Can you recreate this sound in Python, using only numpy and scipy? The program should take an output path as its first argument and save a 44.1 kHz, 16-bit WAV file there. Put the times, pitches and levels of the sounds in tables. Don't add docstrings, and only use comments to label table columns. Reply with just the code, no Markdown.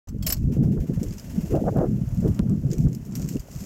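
import sys
import numpy as np
from scipy import signal
from scipy.fft import rfft, irfft
from scipy.io import wavfile
from scipy.ndimage import uniform_filter1d, minimum_filter1d

SR = 44100
rng = np.random.default_rng(int(sys.argv[2]) if len(sys.argv) > 2 else 0)


def dump_mix(stems):
    frames = np.atleast_2d(stems).T
    limited = np.clip(frames, -1, 1)
    pcm = np.round(limited * 32767).astype(np.int16)
    wavfile.write(sys.argv[1], SR, pcm)


N = 160965
TIME_S = np.arange(N) / SR

# [dB, relative]
LEAF_COLOUR = [(590, -27), (1000, -15), (1290, -21.5), (1570, -8.5), (2250, -6), (2470, -6), (2870, -6.5),
               (3610, -12), (5480, 0), (7150, 2), (9120, -10.5), (10500, -14.5), (12200, -4), (15000, -9.5),
               (15900, -15)]


def undb(db):
    return 10 ** (np.asarray(db) / 20)


def unit(x):
    return x / np.sqrt(np.mean(x ** 2))


def curve(table, column):
    rows = np.array(table)
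    return np.interp(TIME_S, rows[:, 0], rows[:, column])


def band(x, hz, width_hz):
    low = np.sqrt(hz ** 2 + width_hz ** 2 / 4) - width_hz / 2
    band_pass = signal.butter(2, [low, low + width_hz], "band", fs=SR, output="sos")
    return signal.sosfiltfilt(band_pass, x)


def grains(per_s, scatter_db):
    hit = rng.random(N) < per_s / SR
    return hit * rng.standard_normal(N) * undb(scatter_db * rng.exponential(size=N))


def walk(rate_hz):
    step = int(SR / rate_hz)
    held = np.repeat(rng.standard_normal(N // step + 1), step)
    return unit(uniform_filter1d(held, step)[:N])


def colour(x, table):
    rows = np.array(table)
    hz = np.arange(N // 2 + 1) * SR / N
    gain = undb(np.interp(np.log(hz + 1), np.log(rows[:, 0]), rows[:, 1]))
    return irfft(rfft(x) * unit(gain), N)


def swell(start_s, attack_s, hold_s, t60_s):
    t = TIME_S - start_s
    release_s = np.clip(t - attack_s - hold_s, 0, 3)
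    return np.clip(t / attack_s, 0, 1) * undb(-60 * release_s / t60_s)


def ring(start_s, hz, t60_s, attack_s):
    return swell(start_s, attack_s, 0, t60_s) * np.sin(2 * np.pi * hz * TIME_S)


def wavelets(table, cycles):
    out = np.zeros(N + SR)
    for start_s, db, hz in table:
        shape = np.hanning(int(cycles * 2 / hz * SR))
        phase = 2 * np.pi * rng.random()
        tone = np.sin(2 * np.pi * hz * np.arange(len(shape)) / SR + phase)
        i = int(start_s * SR)
        out[i:i + len(shape)] += undb(db) * shape * tone
    return out[:N]


def wind():
    # time_s [s], then five level_db [dB], largest eddies to finest
    eddy_levels = [(0.08, -35.5, -41, -58, -54, -58), (0.12, -38, -37.5, -61, -79, -65),
                   (0.15, -29, -34, -39, -65, -88), (0.19, -28.5, -31.5, -58, -66, -73),
                   (0.31, -33.5, -35.5, -46.5, -44.5, -51), (0.35, -26.5, -36.5, -61, -54.5, -54),
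                   (0.39, -28.5, -29, -54, -66, -73), (0.46, -20, -26.5, -57, -59, -68),
                   (0.5, -16.5, -24.5, -33, -68, -73), (0.54, -22, -32, -45.5, -52, -60),
                   (0.6, -40, -14, -29.5, -51, -68), (0.65, -16, -20, -37, -44.5, -58),
                   (0.75, -52, -24, -39.5, -52.5, -80), (0.78, -30, -28, -24, -51, -52),
                   (0.8, -16, -34.5, -39, -53, -75), (0.84, -50, -21, -49, -51, -71),
                   (0.87, -47, -34, -53, -67, -63), (0.9, -23.5, -20, -27.5, -46, -67),
                   (0.94, -29, -30, -49, -64, -61), (0.98, -24, -34, -66, -53, -63),
                   (1.03, -40, -33.5, -23.5, -54, -66), (1.06, -30.5, -38, -38.5, -64, -64),
                   (1.22, -46.5, -44, -59.5, -56.5, -67), (1.37, -32.5, -25.5, -42, -54.5, -62.5),
                   (1.48, -32, -43, -45, -53, -63), (1.52, -23, -24, -23, -58, -58),
                   (1.55, -32, -25, -19, -18.5, -41.5), (1.6, -32, -29, -45, -35, -57),
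                   (1.63, -36, -26.5, -30, -53, -75), (1.69, -25, -26.5, -43.5, -16.5, -35),
                   (1.71, -48, -36, -38.5, -61, -72), (1.74, -33, -45, -33, -38, -70),
                   (1.76, -25, -18, -29, -29.5, -42), (1.84, -29.5, -32, -24.5, -27.5, -43),
                   (1.89, -32.5, -19, -37.5, -56.5, -68), (2.1, -36, -37.5, -61.5, -55, -63),
                   (2.21, -32, -27, -54, -55, -63), (2.26, -25, -21.5, -22, -38.5, -52),
                   (2.34, -25, -27.5, -52, -59, -61.5), (2.38, -60, -31.5, -58, -51, -60),
                   (2.4, -37, -11.5, -51, -46, -40.5), (2.42, -24, -32, -36, -50, -80),
                   (2.48, -44, -24, -43, -59, -60.5), (2.51, -38, -18.5, -39.5, -49.5, -59),
                   (2.6, -34, -28, -51, -66, -70), (2.66, -34, -29, -43.5, -51, -65),
                   (2.74, -31, -36, -32.5, -63, -65), (2.79, -27, -19, -52, -48.5, -59),
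                   (2.84, -25.5, -23.5, -47, -51, -78), (2.87, -17, -14, -38, -49, -50.5),
                   (2.89, -44, -22, -40, -54.5, -71), (3.03, -40.5, -38, -57, -61.5, -68),
                   (3.18, -45, -29.5, -49, -59, -58), (3.2, -27.5, -32, -42, -51, -57.5),
                   (3.29, -38.5, -27.5, -48.5, -63.5, -64), (3.37, -34, -29.5, -35, -49, -61),
                   (3.39, -28.5, -57, -64, -65, -65), (3.43, -48, -52, -56.5, -58, -63),
                   (3.63, -36, -36.5, -53.5, -58.5, -62), (3.65, -51, -47, -42, -46, -64)]
    # centre_hz [Hz], width_hz [Hz]
    eddy_sizes = [(55, 95), (160, 158), (340, 210), (580, 288), (1050, 850)]
    # start_s [s], peak_db [dB], pitch_hz [Hz]
    thumps = [(0.14, -32.5, 134), (0.251, -25, 169), (0.398, -24, 134), (0.427, -18.5, 109.6),
              (0.465, -18.5, 144), (0.499, -22.5, 110), (0.577, -13, 132), (0.605, -10, 202),
              (0.646, -11.5, 144), (0.667, -27, 108), (0.698, -21, 110), (0.717, -15, 185),
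              (0.768, -22, 160), (0.838, -17, 152), (0.89, -22, 181), (0.966, -15, 153),
              (1.009, -16.5, 205), (1.075, -27.5, 110), (1.104, -23, 181), (1.377, -11.5, 186),
              (1.43, -20.5, 164), (1.53, -13.5, 148), (1.554, -16, 142), (1.616, -15.5, 239),
              (1.658, -18, 173), (1.703, -18.5, 121), (1.78, -14, 152), (1.873, -23.5, 162),
              (1.921, -15.5, 161), (2.007, -17.5, 145), (2.064, -20, 122), (2.115, -22.5, 117),
              (2.179, -14.5, 169), (2.241, -19, 205), (2.28, -13, 144), (2.39, -9, 199), (2.447, -19, 187),
              (2.481, -18.5, 112.4), (2.508, -13, 171), (2.542, -20, 191), (2.647, -13.5, 146),
              (2.699, -15, 151), (2.793, -8.5, 150), (2.863, -18, 134), (2.916, -24, 183),
              (3.182, -27, 175), (3.235, -26.5, 129), (3.351, -18, 232), (3.55, -24.5, 144.7)]
    # start_s [s], level_db [dB, before the trim], pitch_hz [Hz]
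    flutters = [(0.145, -31, 398), (0.506, -33, 382), (0.565, -22.5, 412), (0.586, -23, 427),
                (0.611, -28, 393), (0.634, -42, 414), (0.673, -31, 377), (0.719, -27, 382),
                (0.77, -33, 370), (0.841, -30, 425), (0.904, -20.5, 377), (0.973, -30, 457),
                (1.027, -24, 387), (1.042, -39, 466), (1.077, -38, 377), (1.107, -39, 416),
                (1.381, -35, 384), (1.509, -27, 407), (1.54, -10.5, 460), (1.574, -24, 517),
                (1.613, -20, 441), (1.639, -22, 610), (1.668, -17.5, 570), (1.684, -23.5, 583),
                (1.722, -21.5, 433), (1.76, -15, 422), (1.788, -14.5, 590), (1.813, -14, 490),
                (1.839, -20, 366), (1.911, -32, 380), (2.226, -26.5, 450), (2.254, -19, 430),
                (2.392, -24, 450), (2.454, -38, 500), (2.513, -35, 442), (2.641, -33, 440),
                (2.703, -45, 375), (2.781, -32, 398), (2.868, -30, 460), (3.357, -23, 382),
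                (3.484, -36, 596)]
    eddies_per_cycle, scatter_db = 5, 1.5
    thump_cycles, flutter_cycles, flutter_trim_db = 1.87, 1.5, -1.5

    eddies = np.zeros(N)
    for column, (hz, width_hz) in enumerate(eddy_sizes, start=1):
        gusts = unit(band(grains(eddies_per_cycle * hz, scatter_db), hz, width_hz))
        eddies += undb(curve(eddy_levels, column)) * gusts
    fluttering = undb(flutter_trim_db) * wavelets(flutters, flutter_cycles)
    return eddies + wavelets(thumps, thump_cycles) + fluttering


def rustle():
    # [dB, before the flicker]
    rustle_levels = [(.08, -62), (.12, -84), (.2, -76), (.36, -55.5), (.5, -73), (.8, -73.5), (1.0, -60.5),
                     (1.2, -58), (1.5, -56), (1.6, -67), (1.75, -62), (1.88, -69), (2.1, -64), (2.3, -62),
                     (2.385, -72), (2.405, -77), (2.55, -66), (2.69, -64), (2.8, -58.5), (2.86, -60),
                     (2.89, -65), (3.04, -68), (3.14, -57.5), (3.2, -50.5), (3.27, -55.5), (3.33, -46),
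                     (3.37, -56), (3.44, -65), (3.52, -51), (3.58, -51), (3.61, -45.5), (3.65, -48)]
    grains_per_s, scatter_db = 9000, 3.5
    flicker_db, flicker_hz = -1, 21
    level_db = curve(rustle_levels, 1) + flicker_db * walk(flicker_hz)
    return colour(undb(level_db) * unit(grains(grains_per_s, scatter_db)), LEAF_COLOUR)


def engine():
    # [dB, before colouring]
    puffs = [(0.518, -53), (0.626, -55.5), (0.717, -57.5), (0.8, -54), (0.868, -56.5), (0.934, -54.5),
             (0.996, -55), (1.06, -56), (1.12, -53.5), (1.178, -51), (1.24, -55.5), (1.296, -52.5),
             (1.353, -56), (1.404, -54), (1.456, -55.5), (1.504, -51), (1.552, -84)]
    # time_s [s], level_db [dB]
    drive_levels = [(.08, -68.5), (.5, -65.5), (1.0, -71), (1.5, -59.5), (1.9, -63), (2.385, -60.5),
                    (2.405, -65.5), (3.0, -64.5), (3.65, -62.5)]
    # [dB, relative]
    gas_colour = [(530, -30), (900, 5), (1240, -12), (1470, 0), (2110, -0.5), (2300, -3.5), (2690, -0.5),
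                  (3900, -10), (5520, -2.5), (7280, -1.5), (8620, -12), (10300, -5.5), (11200, -16),
                  (12700, -2.5), (15900, -11.5)]
    puff_attack_s, puff_hold_s, puff_t60_s = 0.0033, 0.005, 0.24
    running_hz, running_db = 19.85, -2

    starting = np.zeros(N)
    for start_s, db in puffs:
        starting += undb(db) * swell(start_s, puff_attack_s, puff_hold_s, puff_t60_s)

    last_puff_s = puffs[-1][0]
    one_puff = swell(0, puff_attack_s, puff_hold_s, puff_t60_s)
    since_firing_s = (TIME_S - last_puff_s) % (1 / running_hz)
    throb = np.interp(since_firing_s, TIME_S, one_puff)
    is_running = TIME_S > last_puff_s + 1 / running_hz
    hiss_db = curve(drive_levels, 1)
    running = is_running * throb * undb(hiss_db + running_db)
    return colour((starting + running + undb(hiss_db)) * rng.standard_normal(N), gas_colour)


def latch():
    # start_s [s], rattle_db [dB, before colouring], rattle_hold_s [s],
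    # pitch_hz of the added ring [Hz], ring_db [dB]
    blows = [(0.084, -50.5, 0.004, 6100, -43), (0.223, -41.5, 0.0058, 3330, -45),
             (0.246, -61, 0.0085, 3200, -42.5), (.264, -26, 0.0094, 14100, -19),
             (.287, -50, 0.0034, 10020, -21.5), (0.291, -52, .004, 14050, -29),
             (0.299, -28.5, 0.0038, 11800, -24), (0.322, -27, 0.0038, 12030, -15),
             (0.365, -53, 0.0057, 4400, -53)]
    # pitch_hz [Hz], level_db [dB, relative], t60_s [s]
    modes = [(663, -12, 0.045), (1110, -34, .04), (4435, -3, 0.063), (5060, -16, 0.13), (5510, 4, 0.026),
             (7800, -5, 0.075), (10100, -17, 0.042), (12600, -17, 0.036), (14200, -12, 0.029),
             (14600, 3, 0.017), (15700, 0, .008)]
    # [dB, relative]
    rattle_colour = [(290, -35), (500, -29), (570, -9.5), (668, -8), (750, -34), (1110, -9.5), (1400, -19),
                     (1550, -15.5), (2970, -10.5), (3530, -20), (4990, -4.5), (6670, -7.5), (7600, -1),
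                     (8780, -15.5), (9720, -13), (10900, -18), (12300, -4), (12800, -12.5), (15900, -18.5)]
    rattle_attack_s, rattle_t60_s = 0.0031, 0.052
    ring_attack_s, ring_t60_s, body_db = 0.0046, 0.034, -13.5

    shaking, rings = np.zeros(N), np.zeros(N)
    for start_s, rattle_db, hold_s, hz, ring_db in blows:
        shaking += undb(rattle_db) * swell(start_s, rattle_attack_s, hold_s, rattle_t60_s)
        rings += undb(ring_db) * ring(start_s, hz, ring_t60_s, ring_attack_s)
    rattle = shaking * rng.standard_normal(N)

    t = np.arange(SR // 4) / SR
    body = np.zeros(len(t))
    for hz, db, t60_s in modes:
        mode = undb(db - 60 * t / t60_s) * np.sin(2 * np.pi * hz * t)
        body += mode / np.sqrt(t60_s * SR / 30)
    shaken = undb(body_db) * signal.fftconvolve(rattle, body)[:N]
    return colour(rattle, rattle_colour) + shaken + rings


def snaps():
    # [dB, gain of the crack and tail above bright_hz]
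    snap_rows = [(0.431, -51.5, 2580, -13, 0.5), (0.5344, -42, 2770, -12, -4), (1.031, -30, 7030, -21, 4),
                 (1.0358, -35.5, 8050, -17, 0.5), (1.0844, -39.5, 5980, -15, -2),
                 (1.108, -36, 4810, -22, -15), (1.1265, -39, 5200, -14, -14),
                 (1.183, -35.5, 5960, -13, -19), (1.1973, -33.5, 5070, -24, -3),
                 (1.553, -38.5, 2760, -23, 9), (1.771, -46, 7560, -31, 18), (2.0894, -47, 6810, -18, 7),
                 (2.147, -49, 2620, -14, 11), (2.203, -47, 2680, -7, 3), (2.2762, -44.5, 3360, -9, 8),
                 (2.282, -48, 5930, -18, -4), (2.346, -41.5, 6820, -12, 0.5), (2.4338, -50, 5540, -18, 0.5),
                 (2.4957, -42, 7800, -18, 5), (2.56, -57, 2680, -18, -1), (2.7032, -40, 7440, -11, -9),
                 (2.7142, -33.5, 4970, -10, -9), (2.7322, -28.5, 6590, -17.5, -2.5),
                 (2.782, -34, 5890, -17.5, 3), (2.8048, -43, 2510, -12, -1), (2.8857, -44, 7100, -30, -2),
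                 (2.93, -36.5, 6570, -19, 1), (2.9491, -34, 5170, -22.5, 8), (3.0506, -46, 5530, -11, 5),
                 (3.0614, -48, 5470, -23, 11), (3.1216, -39, 7250, -13, -12),
                 (3.1531, -24.5, 5800, -20.5, 4), (3.1575, -31.5, 7140, -15, 4),
                 (3.2181, -32, 6630, -20, 3), (3.2254, -32, 6900, -20, -11), (3.2444, -38, 6500, -28, -11),
                 (3.277, -39, 7260, -11.5, -1), (3.2884, -27.5, 7540, -18.5, 8),
                 (3.3094, -46, 7440, -17, -1), (3.3683, -34.5, 2740, -19, -7), (3.3955, -39, 4860, -9, 3.5)]
    crack_attack_s, crack_t60_s = 0.0002, 0.0078
    tail_attack_s, tail_t60_s = 0.0026, 0.098
    ring_attack_s, ring_t60_s, ring_db = 0.00049, 0.016, -5.5
    bright_hz = 9000

    plain, bright, rings = np.zeros(N), np.zeros(N), np.zeros(N)
    for start_s, db, hz, tail_db, brightness_db in snap_rows:
        crack = swell(start_s, crack_attack_s, 0, crack_t60_s) / 2
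        tail = undb(tail_db) * swell(start_s, tail_attack_s, 0, tail_t60_s)
        shape = undb(db) * (crack + tail)
        plain += shape
        bright += undb(brightness_db) * shape
        rings += undb(db + ring_db) * ring(start_s, hz, ring_t60_s, ring_attack_s)

    noise = rng.standard_normal(N)
    high_pass = signal.butter(2, bright_hz, "high", fs=SR, output="sos")
    cracks = plain * noise + signal.sosfiltfilt(high_pass, (bright - plain) * noise)
    return colour(cracks, LEAF_COLOUR) + rings


def clicks():
    # [dB, before gain and low-pass]
    click_rows = [(0.6514, -51), (1.5632, -34.5), (1.7865, -34), (2.3929, -21), (2.873, -44)]
    gain_db, dull_hz = 7, 3000
    impulses = np.zeros(N)
    for start_s, db in click_rows:
        impulses[int(start_s * SR)] = undb(db + gain_db)
    dulled = signal.lfilter(*signal.butter(1, dull_hz, fs=SR), impulses)
    return dulled * SR / (2 * np.pi * dull_hz)


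def scene():
    begins_s = 0.072
    total = wind() + rustle() + engine() + latch() + snaps() + clicks()
    return (total * swell(begins_s, .002, 9, 1))[None]


def record(dry):
    ceiling, ease_s, top_hz = 0.32, 0.011, 15900
    window = int(ease_s * SR)
    needed = np.minimum(1, ceiling / (np.abs(dry) + 1e-9))
    gain = uniform_filter1d(minimum_filter1d(needed, window), window)
    low_pass = signal.ellip(10, .2, 60, top_hz, fs=SR, output="sos")
    return signal.sosfilt(low_pass, gain * dry)


dry = scene()
out = record(dry)
dump_mix(out)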